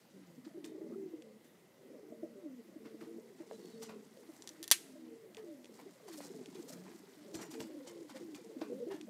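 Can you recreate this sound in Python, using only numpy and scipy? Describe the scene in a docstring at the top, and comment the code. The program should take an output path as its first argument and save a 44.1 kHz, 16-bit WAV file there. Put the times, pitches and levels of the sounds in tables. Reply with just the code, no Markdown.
"""Pigeons in a small wooden loft: from the start, noise bands hiss, blurred tones whistle thinly,
many short throbs blur into a murmur of far birds, and filtered noise shuffles like feathers and litter.
Soon gliding tones coo, short swelling tones throb, rustles burst and dry noise snaps tick.
Later, claws and beaks tap ringing boards, a metal latch ticks and snaps shut close by, and the
microphone case is softly bumped. The small microphone cuts the bass and the top."""
import sys
import numpy as np
from scipy import signal
from scipy.io import wavfile
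from scipy.ndimage import uniform_filter1d

SR = 44100
rng = np.random.default_rng(int(sys.argv[2]) if len(sys.argv) > 2 else 0)


def transcribe(u):
    """Save the signal u as a 16-bit wav file named by the first command-line argument.

    u: samples, shape (n,) or (channels, n), limited to [-1, 1]; the rate is SR.
    q: integer samples, one column per channel.
    """
    v = np.clip(np.atleast_2d(u).T, -1, 1)
    q = np.round(v * 32767).astype(np.int16)
    wavfile.write(sys.argv[1], SR, q)


N = 400869  # samples, about 9.1 s

# rustles of feathers and litter: (start_s, level_db, dullness_db: tilt towards the lows)
RUSTLE_EVENTS = [(0.455, -72, 5.5), (0.652, -63.5, -3.5), (1.451, -77.5, -4.5), (2.858, -74.5, 13),
                 (3.013, -70, 6), (3.032, -79, 12), (3.396, -90.5, 26), (3.829, -58.5, -0.5),
                 (3.898, -68.5, 13), (5.383, -70, 4), (5.746, -73.5, -4.5), (5.794, -71, 4.5),
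                 (6.086, -64, -0.5), (6.135, -63.5, -5.5), (6.181, -67.5, -8.5), (6.215, -65.5, 0.5),
                 (6.242, -66, -7), (6.553, -64.5, 0), (6.595, -74.5, -7), (6.69, -66.5, -6),
                 (6.732, -67.5, -4.5), (6.862, -78.5, 14), (6.909, -77, 8), (7.351, -57.5, -3.5),
                 (7.392, -70.5, 14), (7.42, -56, -2.5), (7.518, -62.5, -2), (7.546, -66.5, 3),
                 (7.609, -58.5, -1), (7.878, -62.5, 4), (8.1, -64, 3), (8.163, -64.5, 5),
                 (8.355, -63.5, 1.5), (8.62, -62, 7.5), (8.916, -61.5, 8.5), (8.947, -70.5, -1)]
# how rustles spread over pitch: (low_edge_hz, share of dullness [factor], level_db)
RUSTLE_COLOURS = [(123, 1, -6.5), (553, 1, -1), (1200, 0.85, -2), (2730, 0.56, -1.5), (4430, -0.88, 1),
                  (7240, -0.74, -5)]


def amp(db):
    """Turns decibels into a plain loudness factor."""
    return 10 ** (np.asarray(db) / 20)


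def rms_one(x):
    """Scales a sound to an average strength (rms) of 1."""
    return x / np.sqrt(np.mean(x ** 2) + 1e-20)


def at_hz(points, hz):
    """Reads a curve of (hz, value) points, with pitch on a logarithmic scale as we hear it."""
    points = np.array(points)
    return np.interp(np.log(hz), np.log(points[:, 0]), points[:, 1])


def at_time(points):
    """Draws a curve of (time_s, value) points over the whole scene."""
    return np.interp(np.arange(N) / SR, *np.transpose(points))


def band(x, low_hz, high_hz):
    """Keeps mostly what lies between two pitches."""
    return signal.sosfilt(signal.butter(2, [low_hz, high_hz], "band", fs=SR, output="sos"), x)


def drift(rate_hz):
    """Wanders at random around 0 with spread 1: smoothed noise, made at every 40th sample."""
    r = np.exp(-80 * np.pi * rate_hz / SR)
    noise = rng.standard_normal(N // 40 + 2002)
    slow = signal.lfilter([1], [1, -2 * r, r * r], noise)[2000:]  # skip the filter's start
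    return np.interp(np.arange(N) / 40, np.arange(len(slow)), rms_one(slow))


def add(out, start_s, sound):
    """Mixes a short sound in at its start time."""
    i = max(round(start_s * SR), 0)
    out[i:i + len(sound)] += sound[:max(N - i, 0)]


def click_train(events):
    """Silence with one single-sample click per event (start_s, level_db, ...)."""
    clicks = np.zeros(N)
    clicks[[round(s * SR) for s, *rest in events]] = amp(np.array(events)[:, 1])
    return clicks


def strike(clicks, modes, spread_db):
    """A struck body rings at its own pitches; each click rings each with a strength of its own."""
    out = 0
    for hz, db, t60 in modes:
        r = amp(-60 / (t60 * SR))  # loss per sample: 60 dB down after t60 seconds
        w = 2 * np.pi * hz / SR
        push = clicks * amp(db + spread_db * rng.standard_normal(N)) + 1e-18
        out = out + signal.lfilter([0, np.sin(w)], [1, -2 * r * np.cos(w), r * r], push)
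    return out


def hiss(patchy_db):
    """Steady microphone hiss: third-octave bands of noise, each flickering a little."""
    # colour of the hiss: (pitch_hz, relative level per Hz [dB])
    hiss_colour = [(25, -44), (60, -15), (200, 4.5), (500, -2), (900, -10.5), (1650, -14.5), (7000, -20.5),
                   (15500, -24)]
    edges_hz = 25 * 2 ** np.arange(0, 9.5, 1 / 3)
    white = rng.standard_normal((2, N))  # neighbouring bands take different noise
    out = 0
    for k, (low, high) in enumerate(zip(edges_hz, edges_hz[1:])):
        level_db = at_hz(hiss_colour, np.sqrt(low * high)) + patchy_db * drift(6.6)
        out = out + amp(level_db) * band(white[k % 2], low, high)
    return rms_one(out)


def whistles():
    """Thin faint whistles: a gliding tone blurred by slow noise, fading in and out."""
    # (start_s, end_s, first_hz, last_hz, width_hz, level_db)
    whistle_notes = [(0, 9.09, 1998, 2010, 250, -80), (3.5, 3.58, 3990, 4020, 30, -75),
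                     (3.57, 3.8, 4370, 4460, 45, -75), (3.68, 3.75, 4300, 3750, 40, -75),
                     (0.919, .95, 1156, 1280, 138.9, -68)]
    out = np.zeros(N)
    for start, end, first_hz, last_hz, width_hz, db in whistle_notes:
        size = round((end - start) * SR)
        turn = 2 * np.pi * np.cumsum(np.linspace(first_hz, last_hz, size)) / SR
        lowpass = signal.butter(2, width_hz / 2, fs=SR, output="sos")
        blur = signal.sosfilt(lowpass, rng.standard_normal((2, size)))
        tone = rms_one(blur[0] * np.sin(turn) + blur[1] * np.cos(turn))
        add(out, start, amp(db) * tone * signal.windows.tukey(size, .05))
    return out


def voice(hz, octave_db):
    """The closed beak and swollen throat pass the fundamental and some of its octave."""
    turn = 2 * np.pi * np.cumsum(hz) / SR + 2 * np.pi * rng.random()
    octave = np.sin(2 * turn + 2 * np.pi * rng.random())
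    return np.sin(turn) + amp(octave_db) * octave


def throb(hz, octave_db, rise_s, fall_s):
    """One puff of air through the syrinx (voice organ): quick swell, quick fade, the pitch sagging."""
    t = np.arange(round(4 * fall_s * SR)) / SR
    shape = (1 - np.exp(-t / rise_s)) ** 2 * np.exp(-(t / fall_s) ** 2)
    sagging_hz = hz * (1.04 - 2.57 * np.minimum(t, .04))
    return shape / shape.max() * voice(sagging_hz, octave_db)


def murmur(count, spread_db):
    """Many far birds: rolls of three throbs, 18 to 38 a second, the later ones sliding lower."""
    # loudness of the murmur over time: (time_s, level_db)
    murmur_level = [(0.0, -68), (0.88, -51), (1.04, -52.5), (1.49, -71.5), (1.72, -72.5), (1.95, -56),
                    (2.3, -62), (3.72, -59), (4.3, -65), (4.93, -60), (6.02, -61), (6.33, -54),
                    (7.19, -62.5), (7.39, -52.5), (7.74, -53), (8.61, -55.5), (8.76, -52), (9.09, -54.5)]
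    # loudness of throbs by pitch: (pitch_hz, relative level_db)
    murmur_colour = [(130, -31), (200, -2), (330, 3), (480, 1.5), (680, -6.5)]
    out = np.zeros(N)
    for when, pitch, loud, gap, size, slide in rng.random((count, 6)):
        hz = 130 * 5.2 ** pitch
        level = amp(at_hz(murmur_colour, hz) + spread_db * loud)
        for k in range(3):
            one = throb(hz * (1 - .08 * k * slide), -22, rise_s=.004, fall_s=.012 + .02 * size)
            add(out, when * N / SR + k * (.026 + .03 * gap), level * one)
    return amp(at_time(murmur_level)) * rms_one(out)


def patches(t, shape):
    """Hollow spots in boards and quills under claws and wings ring along, coloured like the rustle."""
    width_hz, patch_db = 142, -9
    dull_shares = [row[:2] for row in RUSTLE_COLOURS]
    out = np.zeros(N)
    for (s, db, dull_db), picks in zip(RUSTLE_EVENTS, rng.random((len(RUSTLE_EVENTS), 7))):
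        for hz in 700 * 11 ** picks:  # seven narrow patches for each rustle
            ring = rms_one(band(rng.standard_normal(len(t)), hz, hz + width_hz))
            level = amp(db + dull_db * at_hz(dull_shares, hz) + patch_db)
            add(out, s + t[0], level * shape ** 0.44 * ring)
    return out


def rustles():
    """Bursts of friction over a thin bed of shuffling; each band of noise scratches on its own."""
    # bed of shuffling: (time_s, level_db)
    shuffle_points = [(0, -79.5), (1.6, -91.5), (3.4, -78.5), (3.6, -71.5), (4.001, -77.5), (4.4, -72),
                      (5.199, -80.5), (6.5, -72), (9.09, -76)]
    shuffle_db = at_time(shuffle_points)
    rise_s, fall_s = 0.008, 0.02
    grit = (rng.random(N) < 300 / SR) * rng.standard_normal(N) * 9.7  # single fibres snap
    t = np.arange(-.03, .12, 1 / SR)
    shape = np.where(t < 0, np.exp(-(t / rise_s) ** 2), np.exp(-t / fall_s))
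    out = patches(t, shape)
    # every rustle gets its own random colour
    colours_db = 2.5 * rng.standard_normal((len(RUSTLE_EVENTS), len(RUSTLE_COLOURS)))
    for k, (low_hz, dull_share, band_db) in enumerate(RUSTLE_COLOURS):
        level = amp(shuffle_db + 1.5 * drift(10))
        for (s, db, dull_db), colour_db in zip(RUSTLE_EVENTS, colours_db[:, k]):
            add(level, s + t[0], amp(db + dull_share * dull_db + colour_db) * shape)
        scratch = rms_one(band(rng.standard_normal(N) + grit, low_hz, 1.96 * low_hz))
        out = out + level * amp(band_db + 2.5 * drift(68.4)) * scratch
    return out


def coos(tremble_db, waver, fade_s):
    """Held notes that glide or bend; level trembles and pitch wavers a little."""
    # simple coos: (start_s, length_s, first_hz, last_hz, level_db)
    held_notes = [(0.132, 0.26, 202, 166, -58), (0.556, 0.34, 299.5, 321.8, -51),
                  (0.744, 0.093, 356, 389, -47), (0.952, 0.15, 408.6, 359.4, -43.5),
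                  (0.999, 0.22, 323, 307.7, -51.5), (1.208, 0.17, 232, 214, -59),
                  (1.808, 0.29, 348.7, 448.5, -62), (2.099, 0.27, 225.8, 233.7, -56),
                  (2.298, 0.18, 596, 591, -62.5), (2.798, 0.4, 218.3, 227.6, -55.5),
                  (3.031, .18, 232.2, 230.2, -55.5), (3.063, 0.13, 324, 342, -50),
                  (3.623, 0.083, 371, 369.5, -51.5), (3.729, 0.28, 229.3, 217.2, -54),
                  (3.758, 0.23, 461, 396, -57), (4.189, 0.06, 427, 407, -57),
                  (4.8, 0.36, 299.5, 231.3, -58.5), (4.945, 0.21, 327, 318, -56),
                  (5.084, 0.19, 455, 440, -58), (5.366, 0.085, 457, 417, -50), (5.457, 0.13, 620, 570, -59),
                  (6.549, 0.065, 418, 333, -47), (6.719, 0.17, 166.2, 193.8, -54.5),
                  (7.166, 0.1, 302, 294, -57.5), (7.542, 0.084, 464, 438, -50),
                  (7.591, 0.26, 361.6, 277, -49), (7.872, 0.16, 353, 339, -52),
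                  (0.817, 0.114, 611, 609, -62.5), (8.14, 0.093, 546, 490, -52.5),
                  (8.201, 0.17, 377.8, 291.2, -46.5), (8.654, .05, 304, 299, -53),
                  (8.796, 0.046, 477, 494, -39.5), (8.873, 0.064, 395, 387, -43),
                  (8.974, 0.079, 316, 305, -51.5)]
    # longer coos whose pitch bends on the way, each a list of points: (time_s, pitch_hz, level_db)
    bent_notes = [
        [(5.43, 364.6, -53.5), (5.53, 308.6, -49), (5.575, 251, -54.5), (5.72, 242.4, -71)],
        [(2.33, 446, -59), (2.365, 405.6, -53.5), (2.41, 368.5, -58), (2.435, 338.7, -49.5),
         (2.5, 258.3, -47.5), (2.585, 249, -53.5), (2.64, 178, -63)],
        [(6.06, 444, -63), (6.1, 333, -51), (6.2, 290.7, -52), (6.33, 279, -58), (6.44, 241.4, -53)],
        [(8.7, 255, -49), (8.77, 185.5, -53), (8.84, 242, -49.5), (8.87, 250, -62)],
        [(8.695, 466, -44), (8.73, 497, -43), (8.755, 491, -46), (8.8, 587, -53), (8.85, 546, -61),
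         (8.89, 503, -49)],
    ]
    # low voices show their octave: (pitch_hz, octave level_db)
    octave_levels = [(190, -9.5), (225, -1.5), (255, -16), (320, -41)]
    breath_loss_db_per_s = 2  # held notes fade as breath runs out
    glide_bend = 0.68  # under 1 the glide is faster at first
    tremble, wobble = amp(tremble_db * drift(42.0)), 1 + waver * drift(14.7)
    notes = []
    for start, length, first_hz, last_hz, db in held_notes:
        t = np.arange(round(length * SR)) / SR
        hz = first_hz * (last_hz / first_hz) ** ((t / length) ** glide_bend)
        notes.append((start, hz, db - breath_loss_db_per_s * t))
    for s, hz, db in map(np.transpose, bent_notes):
        t = np.arange(s[0], s[-1], 1 / SR)
        smooth_hz = uniform_filter1d(np.interp(t, s, hz), size=900, mode="nearest")
        notes.append((s[0], smooth_hz, np.interp(t, s, db)))
    out = np.zeros(N)
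    for start, hz, db in notes:
        i = round(start * SR) + np.arange(len(hz))
        edges = np.clip(np.minimum(i - i[0], i[-1] - i) / SR / fade_s, 0, 1)
        soft_ends = np.sin(np.pi / 2 * edges) ** 2
        tone = voice(hz * wobble[i], at_hz(octave_levels, hz))
        out[i] += amp(db) * soft_ends * tremble[i] * tone
    return out


def throbs():
    """The throbs that stand out; each also sets the throat ringing."""
    # short throbs of a rolling coo: (start_s, level_db, pitch_hz)
    throb_notes = [(0.377, -46, 255), (0.465, -43, 314), (0.545, -46, 323), (0.574, -42, 370),
                   (0.642, -40.5, 304), (0.714, -45.5, 402), (0.799, -43, 359), (0.918, -41.5, 344),
                   (1.137, -37.5, 320), (2.119, -46.5, 289), (2.229, -36.5, 330), (2.759, -44, 299),
                   (2.853, -46, 295), (2.942, -45, 308), (3.014, -44, 329), (3.182, -45.5, 430),
                   (3.402, -42, 328), (3.518, -43.5, 442), (4.169, -54, 523), (4.29, -45, 315),
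                   (4.507, -50.5, 313), (4.605, -47.5, 327), (4.955, -52, 607), (5.861, -45.5, 378),
                   (6.182, -50, 559), (6.3, -45.5, 386), (6.41, -44.5, 374), (6.48, -45.5, 280.6),
                   (6.7, -50.5, 610), (7.343, -40.5, 329), (8.156, -47, 286), (8.565, -41.5, 266),
                   (8.615, -34.5, 314), (8.718, -39, 376), (8.867, -37, 337), (8.943, -39, 303)]
    # how openly the throat rings: (time_s, level against the throb [dB])
    throat_points = [(0, -34), (1.5, -38), (2.1, -3), (2.9, -19.5), (3.4, -9.5), (6.5, -23.5), (8.1, -9),
                     (9.09, -19.5)]
    throat_hz = 609.6
    out = np.zeros(N)
    for s, db, hz in throb_notes:
        add(out, s - .003, amp(db) * throb(hz, -30, rise_s=.003, fall_s=.018))
        throat_db = db + np.interp(s, *np.transpose(throat_points))
        add(out, s, amp(throat_db) * throb(throat_hz, -41, rise_s=0.003, fall_s=0.016))
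    return out


def loft(x, t60):
    """Dense echoes off wooden walls: noise that dies by 60 dB in t60 seconds."""
    t = np.arange(SR // 2) / SR
    echo = rng.standard_normal(len(t)) * amp(-60 * t / t60) * (t > .006)
    return signal.fftconvolve(x, echo / np.sqrt(np.sum(echo ** 2)))[:N]


def ticks():
    """Thin bright ticks: dry noise snaps a few milliseconds long, with no body."""
    # (start_s, level_db)
    tick_events = [(0.644, -43), (5.347, -45), (5.3692, -43), (5.6446, -48), (5.6564, -49), (1.222, -50),
                   (6.459, -44), (7.347, -42), (7.604, -39), (8.3474, -44), (9.0124, -43)]
    t = np.arange(round(.02 * SR)) / SR
    snap = rng.choice([-1, 1], len(t)) * amp(-60 * t / 0.015)
    return band(signal.fftconvolve(click_train(tick_events), snap)[:N], 1800, 7500)


def taps():
    """Claws and beaks on boards: each tap sets the wood ringing briefly."""
    # (start_s, level_db)
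    tap_events = [(3.512, -53), (6.205, -53), (7.604, -48), (7.874, -56), (8.617, -49), (8.904, -59)]
    # pitches at which the boards ring: (pitch_hz, level_db, time to fall 60 dB [s])
    board_modes = [(597, 17, 0.008), (949, -9.5, 0.18), (1660, -10, 0.02)]
    return band(strike(click_train(tap_events), board_modes, spread_db=3.0), 310, 12000)


def latch():
    """Metal on metal: a hard crack, the short ring of the parts and a bright tail from the walls."""
    # contacts of the latch: (start_s, click level_db, brightness 0-1)
    contacts = [(4.4223, -31, .1), (4.4747, -25, .4), (4.4915, -29, .3), (4.6288, -24, .9), (4.636, -31, 1),
                (4.641, -26, .8), (4.6787, -24, 1), (4.704, -27, .4), (4.7137, -3, 1), (4.7168, -11, 1),
                (4.7206, -7, 1)]
    # pitches at which the metal rings: (pitch_hz, level_db, time to fall 60 dB [s])
    metal_modes = [(1828, -33, 0.092), (3420, -24, 0.035), (4110, -27, .04), (4930, -24, 0.021),
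                   (5950, -17, 0.026), (7290, -18.5, .03), (8730, -20, 0.038), (9700, -21.5, .025),
                   (10300, -24, .03)]
    clicks = click_train(contacts)
    times_s, _, brightness = np.transpose(contacts)
    bright = clicks * np.interp(np.arange(N) / SR, times_s, np.clip(brightness, 0, 1))
    # powers above 1 weaken light touches more than hard blows
    middle = band(band(clicks ** 1.2, 2700, 9000), 2700, 9000)
    top = band(bright ** 1.25, 7500, 13000)
    thud = band(clicks ** 4.5, 300, 3000)  # only hard blows thud
    crack = amp(13.0) * (middle + top) + amp(10.0) * thud
    t = np.arange(SR // 3) / SR
    near_walls = amp(-19.5 - 60 * t / 0.08)
    whole_loft = amp(-43.0 - 60 * t / 0.47)
    wall_noise = rms_one(band(band(rng.standard_normal(len(t)), 1700, 11700), 500, 13400))
    walls = (near_walls + whole_loft) * wall_noise
    echoes = signal.fftconvolve(clicks ** 1.45, walls)[:N]  # light touches hardly reach the walls
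    rings = 0
    for mode in metal_modes:
        source = bright if mode[0] > 7500 else clicks
        rings = rings + strike(source ** 1.25, [mode], spread_db=4)
    return crack + rings + echoes


def bumps():
    """Soft pushes on the case of the hand-held microphone: a low thud that dies quickly."""
    # (start_s, level_db)
    bump_events = [(7.35, -46), (7.6, -51)]
    t = np.arange(SR // 10) / SR
    thud = rms_one(band(rng.standard_normal(len(t)), 64, 300)) * amp(-60 * t / .15)
    return signal.fftconvolve(click_train(bump_events), thud)[:N]


def scene():
    """Mixes hiss, birds, rustles and knocks into one channel."""
    background = amp(-66) * hiss(patchy_db=1.5) + whistles()
    far_birds = murmur(count=400, spread_db=0.5)
    near_birds = coos(tremble_db=2.5, waver=0.012, fade_s=0.0081) + throbs()
    birds = far_birds + near_birds + amp(-6.0) * loft(near_birds, t60=0.15)
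    knocks = ticks() + taps() + latch() + bumps()
    return (background + birds + rustles() + knocks)[None]


def record(dry):
    """The small capsule loses the deep bass; the top is cut."""
    thin = signal.sosfilt(signal.butter(2, 90, "high", fs=SR, output="sos"), dry)
    top_cut = signal.cheby2(14, 60, 16300, fs=SR, output="sos")  # 60 dB down from 16300 Hz up
    return signal.sosfilt(top_cut, thin)


dry = scene()
out = record(dry)
transcribe(out)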